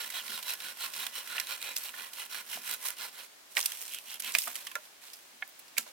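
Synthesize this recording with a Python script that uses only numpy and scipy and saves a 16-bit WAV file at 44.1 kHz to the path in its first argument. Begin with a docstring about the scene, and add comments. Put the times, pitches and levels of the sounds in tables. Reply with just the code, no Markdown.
"""A pruning saw rasps through a thin branch, six strokes a second, close by and a little right of the
microphone. Teeth tear fibres and ring blade and branch; the blade squeals and catches now and then.
At about 3.5 s the branch cracks and splinters, and a few last strokes free it. The pieces knock against
other sticks and brush through twigs and leaves. The place is woodland: a faint hush, a short echo."""
import sys
import numpy as np
from scipy import signal
from scipy.fft import rfft, irfft
from scipy.io import wavfile
from scipy.ndimage import uniform_filter1d

SR = 44100
rng = np.random.default_rng(int(sys.argv[2]) if len(sys.argv) > 2 else 0)


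def digitize_waveform(pressure):
    """Quantize a signal to 16-bit integers and store it at the path in sys.argv[1].

    Rows of a 2-D input are taken as channels; values are limited to [-1, 1].
    """
    field = np.atleast_2d(pressure).T
    bounded = np.clip(field, -1, 1)
    quanta = np.round(bounded * 32767).astype(np.int16)
    wavfile.write(sys.argv[1], SR, quanta)


N = 261072
TIME = np.arange(N) / SR

# Levels are relative within each table; a source adds its own gain.
# push and pull in turn: (start [s], length [s], fastest at [share of length], rasp level [dB],
# woody body [dB re rasp], fibre hiss [dB re rasp])
STROKES = [(-.07, 0.17, 0.41, -41, -1.5, -1.5), (0.079, 0.18, 0.46, -37, -1.5, -3),
           (0.234, 0.18, 0.67, -39, -6, -4), (0.409, 0.17, 0.55, -36.5, -4.5, -3),
           (0.581, 0.16, 0.6, -41.5, -3, -2.5), (.75, 0.17, 0.51, -38, -3, -2.5),
           (0.911, 0.19, 0.5, -40, -2, 0.5), (1.096, 0.15, 0.58, -40, -2, -1),
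           (1.247, 0.22, 0.5, -41.5, -1, -3.5), (1.43, .17, 0.53, -38.5, -3, -4.5),
           (1.595, 0.16, 0.54, -42.5, 1.5, -1.5), (1.76, 0.17, 0.59, -44, -3.5, 1),
           (1.932, 0.17, 0.44, -45, 0, -2.5), (2.117, 0.16, 0.56, -42, -2, -1.5),
           (2.292, 0.14, 0.38, -41, -3, -3), (2.448, 0.16, 0.61, -39.5, -5, 0),
           (2.609, 0.17, 0.61, -39.5, -3, 0.5), (2.785, 0.16, 0.51, -40, 1, 4),
           (2.961, 0.14, 0.41, -42.5, 0.5, -1.5), (3.121, 0.14, 0.59, -46, -1.5, -5),
           (3.882, 0.097, 0.55, -48, -14, 1), (4.049, 0.13, 0.67, -44.5, -6, -2),
           (4.215, 0.12, 0.55, -39, -3, -2)]
# the blade barely moving at a turn: (rasp level [dB], body, hiss, rumble [dB re rasp])
TURN = (-54, 1, 2.5, -17.5)
# a push bites early and shakes the branch, a pull swells to a point: (speed exponent, rumble [dB])
PUSH, PULL = (0.94, -28.5), (2.2, -37.5)
# the sound darkens as the teeth sink in: slope along a stroke of (rasp, body, hiss, rumble [dB])
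SINKING = (1, 6.5, 0, 5)
# how freely blade and branch ring as the cut goes on: (time [s], level [dB])
RINGING = [(0, 0.5), (.9, 2), (1.5, 3.5), (1.85, 2), (2.3, 1.5), (3.2, 1), (3.9, -1.5), (4.4, -3)]
# resonances of the blade, the branch under it, and teeth and fibres: (pitch [Hz], width [Hz], level [dB])
BLADE_RESONANCES = [(1450, 60, -2), (3995, 60, 6), (4300, 110, 0), (8600, 260, -6), (9500, 260, -6),
                    (12300, 260, -4)]
WOOD_RESONANCES = [(550, 70, -4), (1040, 90, 1), (1430, 80, 7), (1700, 55, 2), (2030, 70, 3),
                   (2470, 130, 0), (2850, 110, -2), (3240, 140, -2), (5350, 310, 9)]
TEETH_RESONANCES = [(5400, 350, -4), (8700, 450, -4), (10800, 500, -4), (12300, 450, -4), (13800, 500, -4),
                    (15300, 500, -5)]
# spectra of scraping teeth, fine fibres, shaking branch and woodland hush: (frequency [Hz], level [dB])
RASP_SPECTRUM = [(200, -31.5), (400, -10.5), (700, -6), (1000, -3), (1250, -6), (1800, -2.5), (3000, 1.5),
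                 (4200, 1), (4900, -12.5), (6500, -15), (9000, -60)]
HISS_SPECTRUM = [(2500, -46), (4500, -5.5), (6000, -2.5), (7200, -3.5), (8700, -1.5), (10500, -3.5),
                 (12500, -1.5), (15000, -5), (16300, -7), (17500, -39)]
RUMBLE_SPECTRUM = [(50, -26), (120, -6), (165, 3.5), (230, 14.5), (300, 5.5), (450, 5.5), (800, -32)]
HUSH_SPECTRUM = [(15, -55), (25, -21.5), (118, -21), (204, -15), (261, -10), (416, -9.5), (464, -11),
                 (561, -7), (626, -7), (1270, -8.5), (1630, -7.5), (4340, -9), (10400, -14), (16000, -16.5),
                 (17500, -46)]
# teeth catch, fibres snap: (time [s], crack level [dB], splinters [dB re crack], length [ms], ring [Hz])
CATCHES = [(.045, -43, -8, 4.8, 3200), (.1015, -47, 5.5, 10, 1840), (.279, -44.5, 0, 4.9, 4000),
           (.427, -52, 10.5, 8.5, 4130), (.496, -50, 15, 2, 9000), (.5038, -51.5, 17.5, 3.3, 12600),
           (.5354, -53, 17.5, 5.2, 12400), (.603, -46, -1, 6.8, 3960), (.936, -50.5, 8, 11, 5300),
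           (1.066, -37.5, 3, 4.5, 3474), (1.089, -63, 9, 1.7, 12000), (1.275, -49, 3, 7.4, 4000),
           (1.368, -42, 5, 1.5, 2474), (1.3808, -32, -20, 3.25, 2470), (1.3988, -36, 6, 5, 5354),
           (1.470, -45, 7, 2.33, 4014), (1.616, -52, 12, 2.3, 4003), (1.6264, -40.5, 4.5, 2.6, 3980),
           (1.762, -47.5, 12, 2.8, 5470), (1.7648, -46, 16.5, 4.3, 4270), (1.837, -59, 18.5, 2.74, 12990),
           (1.892, -43.5, 1, 1.9, 2990), (1.939, -50, -23, 5.3, 1930), (2.134, -55.5, 13, 5.2, 3988),
           (2.544, -54, 12, 1.51, 8935), (2.695, -48.5, 7, 2.67, 8520), (2.711, -42, 9.5, 2.8, 13800),
           (2.738, -50.5, 18, 2.35, 12670), (2.8555, -47, 12.5, 2.8, 12470), (2.869, -53.5, 18, 4.2, 11070),
           (2.885, -51.5, 21, 3, 13400), (2.904, -43, 8.5, 2.5, 10970), (3.011, -46.5, 10, 1.01, 3310)]
SNAPS = [(3.552, -52.5, 10, 1.7, 6000), (3.5688, -19.5, -10, 1.4, 2080), (3.5703, -26, -13, 1.3, 2900),
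         (3.5768, -45, 12, 2.8, 5100), (3.592, -51, 18, 2.5, 8600), (3.6037, -48.5, 19, 2, 6500),
         (3.611, -55, 23.5, 3.6, 6660), (3.639, -55, 1, 1.8, 3300), (3.6585, -42.5, 19, 3.9, 9500),
         (3.678, -61, 11, 1.5, 10000), (3.7192, -43.5, 7.5, 3.3, 3120), (3.772, -59, 16, 1.5, 13800),
         (3.82, -54, 11, 1.7, 12500), (3.853, -49, 7, 1.5, 6210), (3.879, -58, 16, 4.8, 7340),
         (3.901, -61, 15, 1.6, 13840), (3.921, -51, 7, 2.8, 7900), (3.936, -47, 10, 2.3, 9600),
         (3.9455, -44.5, 10, 2.7, 9500), (3.986, -47.5, 7.5, 2, 3000), (4.142, -50, 9.5, 3.3, 11440),
         (4.197, -53, 10, 3.6, 9150), (4.2005, -48.5, 13.5, 6.4, 10600), (4.222, -49.5, 10, 3.6, 6430),
         (4.2448, -43, 4, 4.5, 3050), (4.321, -50, 13.5, 2.2, 8050), (4.344, -44, 9, 2.1, 4920),
         (4.35, -20.5, -7, 3.6, 2100), (4.3852, -34.5, 12, 2.7, 8100), (4.44, -43, -1, 2.4, 2630),
         (4.478, -48, 12, 3, 9500), (4.5546, -43.5, 8, 4.5, 9400), (4.562, -44, 5, 2.8, 8000),
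         (4.6685, -40, 1, 6.1, 2980), (4.715, -51, 3.5, 5.4, 2700), (4.7542, -34.5, 2, 1.5, 6300),
         (5.1333, -68, 21.5, 11, 5030), (5.593, -62.5, 9, 11, 12000), (5.681, -65, 9, 5, 5000),
         (5.768, -39.5, -14, 3.4, 2230), (5.7792, -25.5, -9, 1.1, 2690), (5.7815, -28.5, 6, 2.9, 7100)]
# spectra of a fracture's woody body, crack and splinters: (frequency [Hz], level [dB])
BODY_SPECTRUM = [(60, -44), (150, -51), (300, -53), (480, -23), (660, 31), (1000, 12), (1500, -44),
                 (3000, -40)]
CRACK_SPECTRUM = [(120, -58), (600, -24), (1200, -11), (1700, -5), (2150, 2), (2800, -3), (4000, -6),
                  (6000, -17), (10000, -35)]
SPLINTER_SPECTRUM = [(200, -66), (1200, -13.5), (2800, 10), (4500, 10), (7500, 8.5), (10000, 9.5),
                     (13000, 12), (17000, -2.5)]
# the blade sings: (start [s], end [s], slide from [Hz], slide to [Hz], width [Hz], level [dB])
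SQUEALS = [(.14, 0.23, 3400, 3080, 450, -36), (0.333, 0.375, 3950, 3773, 146.6, -38),
           (.47, 0.544, 2700, 2900, 350, -41), (0.794, 0.874, 3900, 4383, 450, -36),
           (1.01, 1.05, 3750, 3910, 400, -34.5), (1.146, 1.241, 2940, 3090, 204.1, -42.5),
           (1.844, 1.912, 2820, 2954, 299, -46), (2.16, 2.258, 2750, 3067, 150, -43),
           (2.51, 2.574, 2750, 2970, 300, -40), (3.893, 4.009, 3150, 2940, 600, -40),
           (4.055, 4.188, 3070, 2985, 651, -41.5), (4.215, 4.328, 2930, 2590, 930, -37)]
# the springy wood shudders on its supports: (time [s], level [dB])
SHUDDERS = [(.31, -58.5), (.655, -68), (1.0, -65), (2.36, -67), (2.571, -58.5), (2.71, -65), (4.15, -70),
            (4.289, -67), (5.34, -68.5), (5.786, -61)]
# blows on the blade, a dry pole and a twig: (time [s], level [dB], contact brightness [Hz])
BLADE_FLICKS = [(1.067, -29, 3500), (1.401, -29, 17000)]
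POLE_TAPS = [(5.4235, -23.5, 2600), (5.4263, -24.5, 2380)]
TWIG_TICKS = [(5.477, -39, 16000), (5.489, -44, 16000), (5.495, -42, 14000), (5.592, -37, 14000)]
# blows on the branch and on loose sticks:
# (time [s], level [dB], contact brightness [Hz], pitch factor, ring time factor)
BRANCH_KNOCKS = [(1.381, -23, 3450, 1.36, 0.9), (1.94, -28, 2501, 1.04, 1.1),
                 (2.573, -30, 897, 0.486, 0.66), (3.571, -24, 2514, 1.135, 1.64),
                 (4.3505, -13, 3000, 1.77, 0.77), (4.474, -25, 2300, 0.71, 0.94),
                 (4.477, -27.5, 2000, 1.03, .9), (4.755, -20, 2530, 1.0, 1.2),
                 (5.782, -22.5, 1500, 0.97, 1.2)]
STICK_CLACKS = [(3.570, -43.5, 898, 0.5, 1.2), (4.351, -38, 800, 0.58, 0.79), (4.476, -38.5, 696, 0.63, .8),
                (4.670, -43, 4990, 0.99, 0.95), (4.715, -46.5, 2500, .93, 0.66),
                (4.762, -39.5, 900, 0.528, 0.45), (4.782, -49.5, 900, 0.54, 1), (5.786, -46, 700, .54, 1.4),
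                (5.865, -47, 900, .55, 0.96), (5.897, -56, 600, 0.48, 1.3)]
# modes of each thing struck: (pitch [Hz], level [dB], t60 [s])
BLADE_MODES = [(3400, -8, .04), (4000, -14, .06), (5300, -4, .04), (6632, -16, .06), (9475, -8, .056),
               (12260, 0, .07)]
BRANCH_MODES = [(560, -22, 0.05), (810, -25, 0.06), (1060, -22, 0.06), (1394, -4.5, 0.046),
                (1540, -8, .022), (1720, -1, 0.024), (2051, -14, .035), (2500, -7, 0.02), (3225, -20, .025),
                (3957, -18, 0.035)]
STICK_MODES = [(1125, -3, .06), (1830, 0, .04), (2552, -2, .035), (2794, 0, .035), (3348, -3, .035)]
POLE_MODES = [(786, -25, .055), (1130, -25, .03), (1416, -21, .03), (1745, -1.5, .027), (1950, -10, .012),
              (2150, -3, .027), (2450, -11, .012), (3160, -17, .02)]
TWIG_MODES = [(9950, -7, .012), (11600, -5, .006), (13800, -3, .005), (15500, -1, .006)]
# fibres go on tearing: (time [s], decay [s], rasp level [dB], body, hiss, rumble [dB re rasp])
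TEARS = [(1.775, 0.023, -54.5, 4, 13, -20), (3.52, 0.11, -62, -9, 4, -18),
         (3.582, 0.019, -46, 11.5, 11, -23.5), (3.63, 0.22, -48, -1.5, 4, -40),
         (3.82, 0.032, -53.5, 0, 11, -25), (4.353, 0.039, -45.5, 1.5, 5, -15),
         (4.40, 0.096, -46.5, -9.5, 7, -35), (4.48, 0.049, -50.5, 13.5, 0.5, 1),
         (4.565, 0.13, -52.5, 0.5, 1.5, -24), (4.845, 0.036, -67.5, 9, 10, -12)]
# twigs and leaves brush: (time [s], decay [s], level [dB], hiss [dB re level])
BRUSHES = [(5.033, 0.064, -42.5, -8.5), (5.07, .06, -47.5, -4), (5.103, 0.02, -51, -5),
           (5.14, 0.085, -55, 6), (5.6, 0.037, -64, 4), (5.79, 0.026, -35.5, -1), (5.878, 0.031, -43, -8.5)]
# shade on the microphone's far side: (frequency [Hz], left minus right [dB])
SHADE = [(100, -1.5), (400, -1), (700, -3.5), (1300, -6.5), (2400, -6.5), (4400, -2), (8000, -3),
         (15000, -4.5)]

TOP_HZ = 17500
TURN_S = 0.028  # the blade takes up and leaves the cut over this time
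SQUEAL_SAG = 0.0596  # a squeal is flat by this share at its ends, where the blade is slower
FIBRE_RING_DB, FIBRE_Q = 8, 7.6  # height and sharpness of a breaking fibre's resonance


def undb(db):
    """Decibels to gain."""
    return 10 ** (np.asarray(db) / 20)


def unit(x):
    """Scale to rms 1."""
    return x / np.sqrt(np.mean(x ** 2))


def colour(x, points, normalise=True):
    """Causal filter from (frequency [Hz], level [dB]); white noise keeps its power if normalised."""
    hz, db = np.transpose(points)
    freq = np.fft.rfftfreq(2048, 1 / SR)
    gain = undb(np.interp(np.log(freq + 1), np.log(hz), db))
    cepstrum = irfft(np.log(gain))
    half = len(cepstrum) // 2
    causal_fold = np.r_[1, np.full(half - 1, 2), 1, np.zeros(half - 1)]
    response = irfft(np.exp(rfft(cepstrum * causal_fold)))
    if normalise:
        response = response / np.linalg.norm(response)
    return signal.oaconvolve(np.atleast_2d(x), response[None])[:, :N]


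def noise(likeness):
    """Left and right white noise with the given correlation."""
    mid, side = rng.standard_normal((2, N))
    return np.sqrt((1 + likeness) / 2) * mid + np.sqrt((1 - likeness) / 2) * np.array([side, -side])


def walk(rate):
    """Glide between random levels, rate of them a second; spread near 1."""
    steps = rng.standard_normal(4096)
    return 1.2 * np.interp(TIME * rate, np.arange(len(steps)), steps)


def dying(events, attack_s):
    """Joint level and prevailing colours of swells (time [s], decay [s], level [dB], colours [dB])."""
    s, decay_s, db, *colours = np.transpose(events)
    age = TIME - s[:, None]
    rise = np.clip(1 + age / attack_s, 0, 1)
    fall = np.exp(-np.maximum(age, 0) / decay_s[:, None])
    power = (undb(db)[:, None] * rise * fall) ** 2
    total = power.sum(axis=0) + 1e-18
    return np.sqrt(total), np.array(colours) @ power / total


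def strokes():
    """Each stroke speeds up and slows to a turn; level and colours (body, hiss, rumble [dB]) follow."""
    above_turn, in_cut = np.zeros((4, N)), np.zeros(N)
    for k, (start, length, fastest, *levels_db) in enumerate(STROKES):
        exponent, rumble_db = PULL if k % 2 else PUSH
        on = (TIME > start) & (TIME < start + length)
        travel = np.interp((TIME[on] - start) / length, [0, fastest, 1], [0, .5, 1])
        speed = np.sin(np.pi * travel)
        above_turn[:, on] += np.outer(np.r_[levels_db, rumble_db] - TURN, speed ** exponent)
        above_turn[:, on] += np.outer(SINKING, (travel - .5) * np.sqrt(speed))
        in_cut[on] = 1
    level_db, *colours = above_turn + np.array(TURN)[:, None]
    engaged = np.abs(uniform_filter1d(in_cut, int(TURN_S * SR)))
    return undb(level_db) * engaged, colours


def bites(rate, scatter_db, decay_ms, drag):
    """Envelope of uneven fibre breaks, about rate a second, over a share (drag) of steady rubbing."""
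    count = np.cumsum(rate * undb(2 * walk(300))) / SR
    at = np.flatnonzero(np.diff(np.floor(count)))
    power = np.zeros(N)
    power[at] = undb(scatter_db * np.clip(rng.standard_normal(N)[:len(at)], -2.3, 2.3)) ** 2
    power = signal.lfilter([1], [1, -np.exp(-1000 / (decay_ms * SR))], power)
    return np.sqrt((power / power.mean() + drag) / (1 + drag))


def contact(rate):
    """Where the teeth bear: a new random place for each stroke, wandering within it; spread near 1."""
    stroke = np.searchsorted([row[0] for row in STROKES], TIME)
    return .85 * rng.standard_normal(len(STROKES) + 1)[stroke] + .55 * walk(rate)


def resonate(x, resonances, drift, flare_db):
    """Resonances driven by x shift and flare as the contact point travels."""
    out = 0
    for hz, width, db in resonances:
        carrier = np.exp(2j * np.pi * np.cumsum(hz * (1 + drift * contact(8))) / SR)
        pole = np.exp(-np.pi * width / SR)
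        ring = 2 * np.real(carrier * signal.lfilter([1 - pole], [1, -pole], x * carrier.conj()))
        out = out + ring * undb(db + flare_db * contact(19))
    return out


def chips(rate, low_hz, high_hz, decay_ms, scatter_db):
    """Single fibres tick, rate a second, each with its own strength and cluster of partials; rms 1."""
    out, age = np.zeros((2, N + 400)), TIME[:400]
    decay = np.exp(-age * 1000 / decay_ms)
    for when, size, pitch, *chance in rng.random((int(rate * N / SR), 15)):
        spread, phase, right_lead = np.reshape(chance, (3, -1, 1))
        hz = np.minimum(low_hz * (high_hz / low_hz) ** pitch * 2 ** (spread - .5), TOP_HZ)
        cycles = hz * age + np.array([phase, phase + right_lead / 2])
        tick = np.sin(2 * np.pi * cycles).sum(axis=1) * decay
        start = int(when * N)
        out[:, start:start + len(age)] += undb(scatter_db * size ** 2) * tick
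    return unit(signal.sosfilt(signal.butter(3, low_hz / 2, "high", fs=SR, output="sos"), out[:, :N]))


def rasp(force, body_db, ring_db):
    """Scraping force rings the wood; a deeper bite brings out its lower resonances."""
    scrape = colour(force * noise(likeness=0.53), RASP_SPECTRUM)
    ring = resonate(scrape, WOOD_RESONANCES, drift=.018, flare_db=3)
    sound = unit(undb(-1) * scrape + undb(ring_db) * ring)
    body = signal.sosfiltfilt(signal.butter(3, 2250, fs=SR, output="sos"), sound)
    return sound + (undb(body_db + 2.5) - 1) * body


def cutting(level, colours, force, rasp_db, hiss_db, rumble_db, ring_db, chips_db):
    """Wood being torn: a rasp, the hiss and ticks of the finest fibres and the shaking of the branch."""
    body, hiss, rumble = colours
    sound = undb(rasp_db) * rasp(force, body, ring_db)
    ticks = chips(rate=170, low_hz=4500, high_hz=15000, decay_ms=.55, scatter_db=17)
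    fibres = colour(force * noise(likeness=0.017), HISS_SPECTRUM)
    fibres = unit(fibres + resonate(fibres, TEETH_RESONANCES, drift=.035, flare_db=2.5))
    sound += undb(hiss + hiss_db) * (fibres + undb(chips_db) * ticks)
    sound += undb(rumble + rumble_db) * colour(force * noise(likeness=0.96), RUMBLE_SPECTRUM)
    return sound * level


def saw():
    """Teeth strike faster as the stroke gains speed, tearing out chips and ringing the blade."""
    level, colours = strokes()
    speed = np.sqrt(level * undb(38))
    teeth = bites(600 * speed, scatter_db=2.8, decay_ms=.9, drag=.55)
    teeth /= np.sqrt(uniform_filter1d(teeth ** 2, size=900))
    force = teeth * undb(1.3 * walk(130))
    ring_db = np.interp(TIME, *np.transpose(RINGING))
    steel = unit(resonate(force * noise(likeness=0.98), BLADE_RESONANCES, drift=.011, flare_db=2))
    steel *= level * speed ** .5 * undb(ring_db - 6.5)  # dies down at each turn
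    grit = undb(-10.5) * level * chips(rate=170, low_hz=1800, high_hz=4200, decay_ms=.8, scatter_db=15)
    wood = cutting(level, colours, force, rasp_db=-2.5, hiss_db=0, rumble_db=-3.5,
                   ring_db=ring_db, chips_db=-9)
    return steel + grit + wood


def woodland_hush():
    """A steady hush all round the microphone, wavering a little."""
    return undb(-55.5 + .5 * walk(2.8)) * unit(colour(noise(likeness=0.0092), HUSH_SPECTRUM))


def fracture(breaks, gains_db, tail_db, tail_ms):
    """A break sounds body, crack and splinters through the resonance of the fibres that give way."""
    # (spectrum, noise each side has to itself [ratio], left minus right [dB]): the crack beams right
    parts = [(BODY_SPECTRUM, .7, 0), (CRACK_SPECTRUM, .4, -2), (SPLINTER_SPECTRUM, 1.6, -1)]
    out, age_ms = np.zeros((2, N + SR)), TIME[:4000] * 1000
    after_crackle = undb(tail_db) * np.exp(-age_ms / tail_ms)
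    for s, crack_db, splinter_db, ms, ring_hz in breaks:
        start = int(s * SR)
        envelope = np.exp(-(age_ms / ms) ** 2) + after_crackle
        body_db = -23.5 - 0.15 * splinter_db  # thick fibres shake the wood, fine ones only splinter
        levels_db = crack_db + np.array([body_db, 0, splinter_db]) + gains_db
        for (spectrum, width, pan_db), db in zip(parts, levels_db):
            hiss = rng.standard_normal((3, len(envelope)))
            sound = colour(envelope * (hiss[0] + width * hiss[1:]), spectrum)
            ring = signal.lfilter(*signal.iirpeak(ring_hz, FIBRE_Q, fs=SR), sound)
            sound += (undb(FIBRE_RING_DB) - 1) * ring
            sound *= np.sqrt(2) * np.linalg.norm(envelope) / np.linalg.norm(sound)
            out[:, start:start + sound.shape[1]] += sound * undb(db + np.array([[1], [-1]]) * pan_db / 2)
    return out[:, :N]


def catches():
    """A tooth hooks and jerks free."""
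    return fracture(CATCHES, gains_db=(1, 4, 4), tail_db=-34, tail_ms=17)


def squeals():
    """Stick and slip make a rough band of sound that slides with the stroke."""
    out = np.zeros(N)
    for start, end, first_hz, last_hz, width_hz, db in SQUEALS:
        on = (TIME > start) & (TIME < end)
        progress = (TIME[on] - start) / (end - start)
        arch = np.sin(np.pi * progress)
        hz = (first_hz + (last_hz - first_hz) * progress) * (1 - SQUEAL_SAG * (1 - arch))
        phase = 2 * np.pi * np.cumsum(hz) / SR
        lowpass = signal.butter(2, width_hz / 2, fs=SR, output="sos")
        slips = unit(signal.sosfilt(lowpass, rng.standard_normal((2, SR // 4))))[:, :len(phase)]
        out[on] += undb(db - 7.5) * arch * (slips[0] * np.sin(phase) + slips[1] * np.cos(phase))
    return out


def shudders():
    """A hard shove sets the wood shaking with a soft, low thud."""
    level = sum(dying([(s, 0.035, db, 0)], attack_s=0.03)[0] for s, db in SHUDDERS)
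    return level * colour(noise(likeness=1), RUMBLE_SPECTRUM)


def struck(blows, modes, scatter_db, scatter_s):
    """Blows ring an object's modes; soft contact mutes the high ones, nearby stems scatter the sound."""
    out = np.zeros((2, N))
    for s, db, bright_hz, *factors in blows:
        pitch, ring_time = factors or (1, 1)
        start = int(s * SR)
        age = TIME[:min(6000, N - start)]
        hz, mode_db, t60 = np.transpose(modes)[:, :, None]
        hz, t60 = hz * pitch, t60 * ring_time
        envelopes = undb(db + mode_db - 60 * age / t60) / np.hypot(1, (hz / bright_hz) ** 2)
        ring = np.sum(envelopes * np.cos(2 * np.pi * hz * age), axis=0)
        # a thin stick radiates little below its first mode
        band_hz = [.7 * hz.min(), min(1.15 * hz.max(), TOP_HZ)]
        ring = signal.sosfilt(signal.butter(4, band_hz, "band", fs=SR, output="sos"), ring)
        stems = undb(scatter_db) * rng.standard_normal((2, len(age))) * np.exp(-age / scatter_s)
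        out[:, start:start + len(age)] += ring + signal.fftconvolve(ring[None], stems)[:, :len(age)]
    return out


def blade_flicks():
    """The steel blade is flicked and pings."""
    return undb(-6) * struck(BLADE_FLICKS, BLADE_MODES, scatter_db=-24, scatter_s=.003)


def branch_knocks():
    """The branch knocks against the saw and its neighbours, or recoils as it breaks."""
    return undb(-10) * struck(BRANCH_KNOCKS, BRANCH_MODES, scatter_db=-21, scatter_s=.006)


def tearing():
    """Fibres give way one by one in a loose crackle."""
    level, colours = dying(TEARS, attack_s=0.028)
    force = bites(rate=400, scatter_db=2.5, decay_ms=1, drag=0.22)
    force /= np.sqrt(uniform_filter1d(force ** 2, size=2500))
    return cutting(level, colours, force, rasp_db=1.5, hiss_db=3.5, rumble_db=-1, ring_db=-16, chips_db=-5)


def snaps():
    """Bundles of fibres break."""
    return fracture(SNAPS, gains_db=(-3, 0, 2.5), tail_db=-11, tail_ms=10)


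def stick_clacks():
    """Loose sticks clack together."""
    return struck(STICK_CLACKS, STICK_MODES, scatter_db=-22, scatter_s=.011)


def brushing():
    """Twigs slide past leaves as the wood is pulled away, with a fine dry crackle."""
    level, (hiss_db,) = dying(BRUSHES, attack_s=0.026)
    force = bites(rate=500, scatter_db=4.5, decay_ms=1, drag=.6)
    scrape = undb(-12.5) * colour(force * noise(likeness=0.26), RASP_SPECTRUM)
    hiss = undb(hiss_db - 2) * colour(force * noise(likeness=0.5), HISS_SPECTRUM)
    crackle = undb(-13.5) * chips(rate=140, low_hz=2000, high_hz=6000, decay_ms=.7, scatter_db=12)
    return (scrape + hiss + crackle) * level


def pole_taps():
    """A hard dry pole is tapped and rebounds."""
    return undb(-4.5) * struck(POLE_TAPS, POLE_MODES, scatter_db=-23, scatter_s=.004)


def twig_ticks():
    """A thin twig ticks, high and short."""
    return undb(-6) * struck(TWIG_TICKS, TWIG_MODES, scatter_db=-9.5, scatter_s=.0026)


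def woodland_echo(x, db, t60):
    """A thin, short echo comes back from trunks and ground."""
    age = TIME[:SR // 2]
    tail = rng.standard_normal((2, len(age))) * undb(-60 * age / t60) * (age > .006)
    return undb(db) * signal.oaconvolve(x, tail / np.linalg.norm(tail[0]), axes=1)[:, :N]


def scene():
    """The work is close on the microphone's right, so the left side is shaded and a sample late."""
    near = saw() + shudders() + tearing() + brushing() + squeals() + catches() + snaps()
    near += branch_knocks() + stick_clacks() + pole_taps() + blade_flicks() + twig_ticks()
    hz, shade_db = np.transpose(SHADE)
    left = colour(near[0], np.c_[hz, shade_db / 2], normalise=False)[0]
    right = colour(near[1], np.c_[hz, -shade_db / 2], normalise=False)[0]
    direct = np.array([np.r_[0, left[:-1]], right])
    return direct + woodland_echo(near, db=-21, t60=.25) + woodland_hush()


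def record(dry):
    """The recorder cuts the very top."""
    return signal.sosfilt(signal.ellip(10, .2, 70, TOP_HZ, fs=SR, output="sos"), dry)


dry = scene()
out = record(dry)
digitize_waveform(out)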